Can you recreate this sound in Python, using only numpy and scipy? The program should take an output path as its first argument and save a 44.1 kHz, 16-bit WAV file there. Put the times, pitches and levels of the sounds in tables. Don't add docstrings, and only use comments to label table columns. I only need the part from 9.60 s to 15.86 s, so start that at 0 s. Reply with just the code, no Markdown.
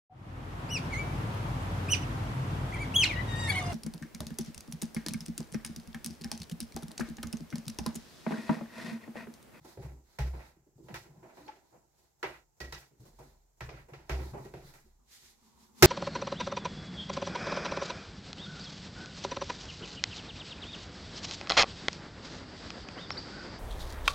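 import sys
import numpy as np
from scipy import signal
from scipy.fft import rfft, irfft, next_fast_len
from scipy.io import wavfile
from scipy.ndimage import uniform_filter1d

SR = 44100
rng = np.random.default_rng(int(sys.argv[2]) if len(sys.argv) > 2 else 0)


def amp(db):
    return 10 ** (np.asarray(db, float) / 20)


def write(x):
    x = np.atleast_2d(x).T
    wavfile.write(sys.argv[1], SR, np.round(np.clip(x, -1, 1) * 32767).astype(np.int16))


N = 276066


def band(x, lo_hz, hi_hz, order=2):
    return signal.sosfilt(signal.butter(order, [lo_hz, min(hi_hz, .45 * SR)], "band", fs=SR, output="sos"), x)


def shaped(x, shape):
    hz, db = np.transpose(shape)
    n = next_fast_len(x.shape[-1] + 4096, real=True)
    f = np.maximum(np.fft.rfftfreq(n, 1 / SR), 1)
    gain = amp(np.interp(np.log(f), np.log(hz), db))
    return irfft(rfft(x, n) * gain, n)[..., :N]


def coloured(x, shape):
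    y = shaped(x, shape)
    return y / np.sqrt(np.mean(y ** 2))


def walk(rate_hz):
    hold = int(SR / rate_hz)
    steps = np.repeat(rng.standard_normal(N // hold + 1), hold)
    return 1.378 * uniform_filter1d(uniform_filter1d(steps, hold), hold)[:N]


def ports(x):
    late_s, left_db = .0001, -1
    n = np.arange(N)
    left = np.interp(n - late_s * SR, n, x)
    return np.array([amp(left_db / 2) * left, amp(-left_db / 2) * x])


def spread(alike):
    alike = np.clip(alike, 0, 1)
    from_counter = ports(rng.standard_normal(N))
    all_round = rng.standard_normal((2, N))
    return np.sqrt(alike) * from_counter + np.sqrt(1 - alike) * all_round


# f/Hz, density/dB per Hz
HUSH_COLOUR = [(18, -50), (30, -16.5), (64, -0.5), (273, -15), (364, -8), (600, -16), (822, -9),
               (1100, -19.5), (3580, -28.5), (7270, -15.5), (9220, -29.5), (12600, -23), (16000, -28.5)]


def hush(near):
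    level_db, gate_db, gate_depth_db, gate_s = -71, -68.5, 6, 0.071
    power = np.maximum(uniform_filter1d(near[0] ** 2, int(gate_s * SR)), 0)
    shut = 1 / (1 + power / amp(2 * gate_db))
    return amp(level_db - gate_depth_db * shut + walk(3.313)) * coloured(spread(0.11), HUSH_COLOUR)


def ringing(pushes, rule):
    rise_s, free, smothered, rest_db = rule
    s = np.arange(0, N, 32) / SR
    power = amp(2 * rest_db)
    for start, db, length in pushes:
        t = np.maximum(s - start, 0)
        build_up = 1 - np.exp(-(t / rise_s) ** 2)
        decay_db = free * t + smothered * np.maximum(t - length, 0)
        power = power + (build_up * amp(db - decay_db)) ** 2
    return np.interp(np.arange(N) / SR, s, np.sqrt(power))


# f/Hz, wander/Hz
BOOM_MODES = [(40, 8), (64.6, 1.766)]
# t/s, level/dB, time until the dough smothers it/s
SWAY_PUSHES = [(0.125, -72.0, 0.09), (0.23, -59, 0.29), (0.575, -51.5, 0.294), (0.665, -37, 0.02),
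               (0.815, -71.5, 0.204), (1.035, -69, 0.3), (1.29, -68.5, 0.3), (1.5, -71.5, 0.3),
               (2.12, -74.5, 0.3), (2.605, -61.5, 0.3), (2.98, -51, 0.19), (3.385, -62.5, 0.09),
               (3.45, -52, 0.295), (3.66, -57.5, 0.37), (3.965, -48.0, 0.307), (4.335, -58.5, 0.3),
               (4.46, -58.5, 0.2), (4.57, -52.0, 0.3), (4.775, -54.5, 0.33), (4.935, -52.5, 0.3),
               (5.195, -55.5, 0.292), (5.565, -66.5, 0.32), (5.965, -72, 0.3)]
PANEL_PUSHES = [(0, -65, 0.15), (0.17, -51, 0.2), (0.21, -46.5, 0.29), (0.245, -42.0, 0.149),
                (0.592, -26, 0.2006), (0.79, -57.5, 0.134), (0.95, -69, 0.305), (1.2, -62, 0.3),
                (1.325, -53.5, 0.049), (1.435, -66.5, 0.3), (1.565, -67, 0.05), (1.79, -67.0, 0.3),
                (2.365, -74.0, 0.3), (2.64, -59, 0.15), (3.0, -41.5, 0.19), (3.365, -63, 0.21),
                (3.56, -62.5, 0.3), (3.66, -63, 0.2), (4.0, -44.0, 0.3), (4.35, -56.5, 0.3),
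                (4.5, -27.5, 0.19), (4.73, -48.5, 0.06), (4.83, -59, 0.2), (4.915, -54.0, 0.2),
                (5.235, -61.5, 0.3), (5.63, -68.0, 0.3), (5.93, -67, 0.3)]
UPPER_PUSHES = [(0.01, -59.5, 0.3), (0.17, -42.5, 0.28), (0.24, -43.5, 0.158), (0.588, -33.5, 0.089),
                (0.73, -48.5, 0.3), (0.965, -65.5, 0.33), (1.155, -58.0, 0.2), (1.225, -54, 0.3),
                (1.325, -48.5, 0.3), (1.49, -55, 0.1), (1.565, -52, 0.1), (1.785, -60.5, 0.3),
                (2.125, -66.5, 0.3), (2.64, -53.5, 0.18), (3.003, -51, 0.3), (3.12, -51.5, 0.2),
                (3.305, -66.5, 0.3), (3.395, -52.0, 0.3), (3.59, -53.5, 0.3), (4.012, -42, 0.3),
                (4.13, -49, 0.3), (4.32, -49, 0.3), (4.495, -39, 0.3), (4.6, -44, 0.2),
                (4.72, -42.5, 0.052), (4.795, -45.5, 0.2), (4.93, -45.5, 0.2), (5.045, -52.5, 0.0485),
                (5.14, -62.5, 0.3), (5.61, -70, 0.1), (5.9, -75, 0.3)]
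# build-up/s, free decay/dB per s, extra smothered decay/dB per s, resting level/dB
SWAY_RULE = (0.1, 58.5, 248.5, -89.5)
PANEL_RULE = (0.023, 89, 298.5, -89.5)
UPPER_RULE = (-0.0042, 148.5, 397.5, -84.5)


def boom():
    upper_hz, width_hz = 135.42, 35.46
    upper = band(rng.standard_normal(N), upper_hz - width_hz / 2, upper_hz + width_hz / 2)
    steady = upper / np.sqrt(uniform_filter1d(upper ** 2, size=3000))
    out = ringing(UPPER_PUSHES, UPPER_RULE) * steady
    gains = ringing(SWAY_PUSHES, SWAY_RULE), ringing(PANEL_PUSHES, PANEL_RULE)
    for (hz, wander_hz), gain in zip(BOOM_MODES, gains):
        phase = 2 * np.pi * np.cumsum(hz + wander_hz * walk(15)) / SR
        out = out + np.sqrt(2) * gain * np.sin(phase)
    return out


def stroke_gains(table):
    roundness = 1.63
    s = np.arange(0, N, 32) / SR
    power = 0
    for mid, half, rub, rustle in table:
        fall_db = 10 * np.abs((s - mid) / max(half, .01)) ** roundness
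        power = power + amp(np.array([[rub], [rustle]]) - fall_db) ** 2
    return [np.interp(np.arange(N) / SR, s, np.sqrt(p)) for p in power]


def strokes(table, rub, rustle):
    rub_gain, rustle_gain = stroke_gains(table)
    slips = spread(0.5) * amp(2.94 * walk(50))
    grains = spread(0.068) * amp(0.56 * walk(100) + 3.11 * walk(20))
    return amp(-.6) * rub_gain * coloured(slips, rub) + rustle_gain * coloured(grains, rustle)


# middle t/s, half length/s, rub level/dB, flour rustle level/dB
HAND_STROKES = [(0.09, 0.093, -71, -65.5), (0.23, .08, -66.5, -67), (0.55, 0.074, -70.5, -67),
                (0.74, 0.118, -59, -64.5), (0.865, .07, -73.5, -66.5), (1.33, 0.049, -52, -63),
                (1.55, 0.176, -65.5, -75.5), (1.78, 0.164, -64, -70), (1.872, .035, -59.5, -61),
                (2.03, 0.217, -70, -82.5), (2.4, 0.166, -80.5, -79.5), (2.72, 0.1076, -65.5, -69.5),
                (3.23, 0.056, -73.5, -95), (3.47, 0.089, -90.5, -69.5), (3.66, .12, -72, -68.5),
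                (3.78, 0.168, -81.5, -77), (4.19, .08, -63, -65), (4.37, 0.084, -62, -75),
                (4.57, 0.0785, -52, -59), (4.66, 0.0795, -54.5, -60), (4.85, 0.059, -64, -64.5),
                (4.94, 0.088, -64.5, -62), (5.1, 0.099, -69, -63.5), (5.27, 0.097, -78, -72.5)]
# f/Hz, density/dB per Hz
RUB_COLOUR = [(100, -42), (170, -9), (285, -15.5), (333, -3), (418, -13), (1010, -9.5), (1120, -35),
              (1290, -20), (3000, -39.5), (3900, -64), (6600, -120)]
RUSTLE_COLOUR = [(880, -6.5), (1500, -6.5), (1960, -5.5), (2860, -15.5), (4000, -5), (8920, -16),
                 (13100, -13.5), (16000, -21)]


def rubbing():
    return strokes(HAND_STROKES, RUB_COLOUR, RUSTLE_COLOUR)


# t/s, f/Hz,
# level/dB, t60/s
RINGS = [(.176, 657, -49.5, 0.063), (0.189, 385, -47.5, 0.098), (.592, 837, -30, 0.079),
         (1.345, 1940, -50, 0.127), (1.64, 650, -56.5, 0.52), (1.88, 860, -45.5, 0.198),
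         (1.88, 1100, -52.5, 0.115), (2.634, 390, -32, 0.124), (2.63, 1200, -42.5, 0.23),
         (2.632, 1800, -45.5, .15), (3.005, 1920, -43, 0.35), (3.125, 1950, -48.5, 0.147),
         (2.632, 950, -36, 0.2), (2.637, 1200, -39, 0.2), (2.634, 520, -37, 0.17), (0.043, 402, -56, .2),
         (0.0772, 725, -57.5, .15), (1.19, 330, -54.5, 0.205), (1.8, 300, -58, 0.484),
         (4.74, 830, -44.5, 0.236), (4.75, 399, -45.5, 0.193), (5.26, 371, -62, 0.177),
         (1.3, 190, -52, 0.262), (5.24, 220, -68, 0.248), (3.02, 260, -56, 0.3), (0.92, 240, -74, 0.207),
         (4.09, 1200, -46, 0.144), (4.171, 1340, -52.5, 0.17), (4.855, 392, -47.5, 0.1),
         (.07, 1950, -66, .1), (.082, 350, -56, .08), (.218, 440, -50, .06), (.24, 1850, -60, .1),
               (.32, 330, -56, .12), (.965, 320, -66, .15), (1.065, 300, -64, .15), (1.07, 600, -70, .1),
               (1.32, 300, -52, .1), (1.343, 1350, -52, .08), (1.346, 2300, -54, .12),
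               (1.864, 4400, -62, .1), (2.632, 2510, -48, .14), (3.004, 4750, -53, .18),
               (3.004, 600, -52, .1), (3.122, 450, -49, .08), (3.124, 3850, -53, .15),
               (3.124, 2450, -49, .15), (3.315, 350, -64, .12), (3.588, 1950, -64, .1), (3.6, 800, -56, .2),
               (3.6, 480, -56, .18), (2.13, 500, -62, .15), (4.008, 1750, -46, .15),
               (4.012, 1000, -54, .15), (4.028, 450, -48, .06), (4.086, 450, -46, .06),
               (4.092, 2400, -51, .1), (4.112, 400, -46, .07), (4.282, 480, -50, .06),
               (4.332, 460, -49, .07), (4.336, 1340, -52, .15), (4.337, 2450, -53, .1),
               (4.497, 2000, -46, .2), (4.52, 1400, -50, .15), (4.76, 1200, -56, .2),
               (4.84, 1900, -60, .15), (4.938, 350, -45, .08), (4.945, 750, -52, .15),
               (5.137, 1340, -60, .12), (5.14, 2150, -64, .15), (6.226, 1290, -25, .12),
               (6.227, 1740, -26, .12), (6.227, 1920, -27, .1), (6.226, 5460, -23, .045),
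               (6.225, 12300, -24, .025), (6.2255, 13500, -22, .03), (6.226, 920, -31, .15)]


def rings():
    scatter_hz = 900
    out = np.zeros((2, N + SR // 2))
    t = np.arange(SR // 2) / SR
    table = RINGS
    for (s, hz, db, t60), turn in zip(table, rng.standard_normal((len(table), 1))):
        i = int(s * SR)
        phase = np.array([turn, -turn]) * min(hz / scatter_hz, 1)
        swell = 1 - np.exp(-t / min(.004, 6 / hz))
        out[:, i:i + len(t)] += amp(db - 60 * t / t60) * swell * np.sin(2 * np.pi * hz * t + phase)
    return out[:, :N] * amp(5 * walk(90) + 2.5 * np.array([walk(60), walk(60)]))


# f/Hz, width/Hz, level/dB
WORKTOP = [(363.2, 85.5, -2.5), (824.2, 96, -11), (1339.2, 77.5, -4), (1948, 154, -6.5)]


def worktop(x):
    return x + sum(amp(db) * band(x, hz - w / 2, hz + w / 2) for hz, w, db in WORKTOP)


def timed(table, ms):
    return [(*row, ms) for row in table]


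# t60/s, level/dB, share alike at both ports
KITCHEN = [(0.4237, -1.5, 0.921), (0.3966, -2, 0.2), (0.3774, 0, 0.117), (0.471, -2, 0.088)]
DIRECT_ALIKE = [.8, .3, .2, .1]


def contacts(table, bands, rise):
    tail_end_s, first_echo_s = 0.1934, 0.00271
    t = np.arange(8192) / SR
    power = np.zeros((4, N + len(t)))
    for s, body, thud, snap, crisp, ms in table:
        contact = np.clip(ms, .5, 40) / 1000
        shape = (1 - np.exp(-t / (rise * contact))) * np.exp(-t / contact)
        levels = body + np.array([[thud], [0], [snap], [crisp]])
        i = int(s * SR)
        power[:, i:i + len(t)] += (amp(levels) * shape) ** 2
    t = np.arange(SR // 2) / SR
    out = 0
    for p, (lo, hi), (t60, db, alike), first in zip(power[:, :N], bands, KITCHEN, DIRECT_ALIKE):
        fade = amp(db - 60 * t / t60) * np.exp(-(t / tail_end_s) ** 4)
        fade = fade * (1 - np.exp(-(t / first_echo_s) ** 2))
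        tail = np.sqrt(np.maximum(signal.fftconvolve(p, fade ** 2)[:N], 0) * 100 / SR)
        tail = tail * amp(1.943 * walk(70))
        burst = np.sqrt(p) * spread(first) + tail * spread(alike)
        out = out + band(burst, lo, hi, order=3) * np.sqrt(SR / 2 / (hi - lo))
    return worktop(out)


# t/s, body level/dB, then thud, snap and crisp level/dB re body
PRESSES = [(0.044, -48, -4.5, -12.5, -5), (0.312, -56.5, 1.5, -21.5, -9), (0.8, -62, -5, 0, 0),
           (0.957, -71, 2, -2, -8), (1.06, -76.5, 13, -17.5, -19.5), (1.178, -67.5, 15, -27.5, -4),
           (1.451, -60, 2, -3, -11.5), (1.626, -49.5, -4, -7.5, -17), (1.689, -52.5, -22.5, -6, -29.5),
           (1.768, -49, -6.5, -6, -31.5), (3.31, -72, 9, -5, -2.5), (3.451, -55.5, -6, -14, -1.5),
           (4.161, -57, -9.5, 3.5, -17), (4.283, -53, -3.5, -6, -9), (4.585, -45.5, 2.5, -3.5, -14.5),
           (4.799, -51.5, -17.5, -24.5, -8.5), (4.845, -54, 3.5, -3.5, -0.5), (5.134, -57, -8, 2.5, 3)]
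LEANS = [(0.218, -49.5, -12.5, -4.5, -7.5), (0.732, -47.5, -8, -9, -25), (0.789, -52.5, -32, -0.5, -31),
         (1.229, -67, 4, -24, 2), (1.549, -64, -1.5, -16, -15.5), (2.122, -56.5, -8, -15.5, -30.5),
         (2.376, -69.5, -8, -11, 4.5), (3.395, -66.5, 6.5, -14.5, 4.5), (3.584, -49.5, -8, -12.5, -7.5),
         (4.731, -41, -5, -14, -18), (4.769, -48.5, -8, -9.5, -13.5), (5.619, -70.5, -4.5, 2.5, -1.5)]
# low f/Hz, high f/Hz
PRESS_BANDS = [(190, 450), (450, 1100), (1100, 2600), (2600, 16500)]


def presses_and_leans():
    table = timed(PRESSES, 10.4) + timed(LEANS, 16.6)
    return amp(4.5) * contacts(table, PRESS_BANDS, rise=0.712)


# t/s, body level/dB, then thud, snap and crisp level/dB re body
PATS = [(0.173, -59, 14.5, -28.5, -16.5), (0.586, -35.5, -7, -10, -10.5), (1.284, -50, -2, -15, -13),
        (1.341, -39.5, -12, -6.5, -7), (1.879, -46.5, -7.5, -11, -32), (2.628, -29.5, -9.5, -17.5, -20),
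        (3.002, -41.5, -4, -3.5, -7.5), (3.123, -39, -14, -4.5, -7), (4.006, -39.5, -10.5, -11, -13),
        (4.09, -43, -5, -12.5, -37), (4.334, -46.5, -6, -12.5, -18.5), (4.494, -33, -3, -10.5, -12),
        (4.937, -48, 5, -13, -14), (6.227, -12.5, -5, -4, -1.5)]
SLAP_FRONT = (6.2241, -11, -10, -5, -1)
# low f/Hz, high f/Hz
PAT_BANDS = [(300, 750), (750, 2700), (2700, 6000), (6000, 16500)]


def pats():
    table = timed(PATS, 4.693) + timed([SLAP_FRONT], 2)
    return amp(6.5) * contacts(table, PAT_BANDS, rise=0.362)


# middle t/s, half length/s, swing level/dB, peel level/dB
LIFTS = [
    (5.42, 0.084, -78, -94.5),
    (5.55, 0.06, -77.5, -54.5),
    (5.645, .07, -76.5, -58),
    (5.73, 0.084, -70.5, -70),
    (5.84, 0.07, -69.5, -79.5),
    (5.93, 0.0954, -65, -65),
    (6.03, 0.0706, -64, -67),
    (6.13, 0.074, -64.5, -90.5),
    (6.215, 0.042, -55, -55.5),
]
# f/Hz, density/dB per Hz
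SWING_COLOUR = [(88, -39.5), (150, -19.5), (231, 4), (312, -19.5), (354, -9), (624, -27.5), (742, -23),
                (945, -9), (1500, -24.5), (1950, -57.5), (3300, -120)]
PEEL_COLOUR = [(760, -21), (1300, -11.5), (1980, -5), (2710, -8.5), (3840, -3.5), (6980, -5), (9070, -10.5),
               (13500, -10.5), (16000, -26)]


def peeling():
    return strokes(LIFTS, SWING_COLOUR, PEEL_COLOUR)


# t/s, level/dB, sign of pressure
CRACKS = [
    (6.2242, -9, -1),
    (6.2277, -9, 1),
    (6.2318, -10, -1),
    (6.2399, -12, -1),
]
# f/Hz, level/dB, t60/s, build-up/ms
SLAP_MODES = [(67.3, -14.5, 0.74, 15), (135.4, -13.5, 0.41, 5), (362.6, -6.5, .25, 6),
              (192.4, -19.5, 0.25, 7.2), (632.3, -24, 0.157, 4)]


def slap_boom():
    slap_s, crack_ms = 6.226, .14
    s = np.arange(N) / SR
    out = sum(sign * amp(db) * np.exp(-((s - at) * 1000 / crack_ms) ** 2) for at, db, sign in CRACKS)
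    t = np.maximum(s - slap_s, 0)
    for hz, db, t60, ms in SLAP_MODES:
        build_up = 1 - np.exp(-t * 1000 / ms)
        out = out + amp(db - 60 * t / t60) * build_up * np.sin(2 * np.pi * hz * t)
    return out


# f/Hz, level/dB
LEFT_COLOUR = [(65, -.4), (140, 2), (300, -1), (700, -3), (1500, -1.5), (3000, -1.8), (6000, -3.5),
               (10000, 1)]


def lopsided(x):
    return np.array([shaped(c, [(hz, sign * db / 2) for hz, db in LEFT_COLOUR]) for c, sign in zip(x, (1, -1))])


# f/Hz, level/dB
MIC = [(100, 4.5), (1000, -2), (1150, -6.5), (1400, -2), (2500, -3), (3100, -5), (4200, -1), (7200, -0.5),
       (9500, -7), (12600, -3), (17000, -11)]


def scene():
    knocks = shaped(rings() + presses_and_leans() + pats(), MIC)
    near = knocks + rubbing() + peeling()
    low = boom() + slap_boom()
    low_ports = np.array([np.pad(low, (4, 0))[:N], low])
    return lopsided(near + low_ports + hush(near))


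def roll_off(x):
    return signal.sosfilt(signal.butter(12, 16530, fs=SR, output="sos"), x)


def record(dry):
    rounded = np.tanh(1.1 * dry) / 1.1
    mix = signal.sosfilt(signal.ellip(8, .2, 60, 16000, fs=SR, output="sos"), rounded)
    return roll_off(mix)


dry = scene()
out = record(dry)
write(out)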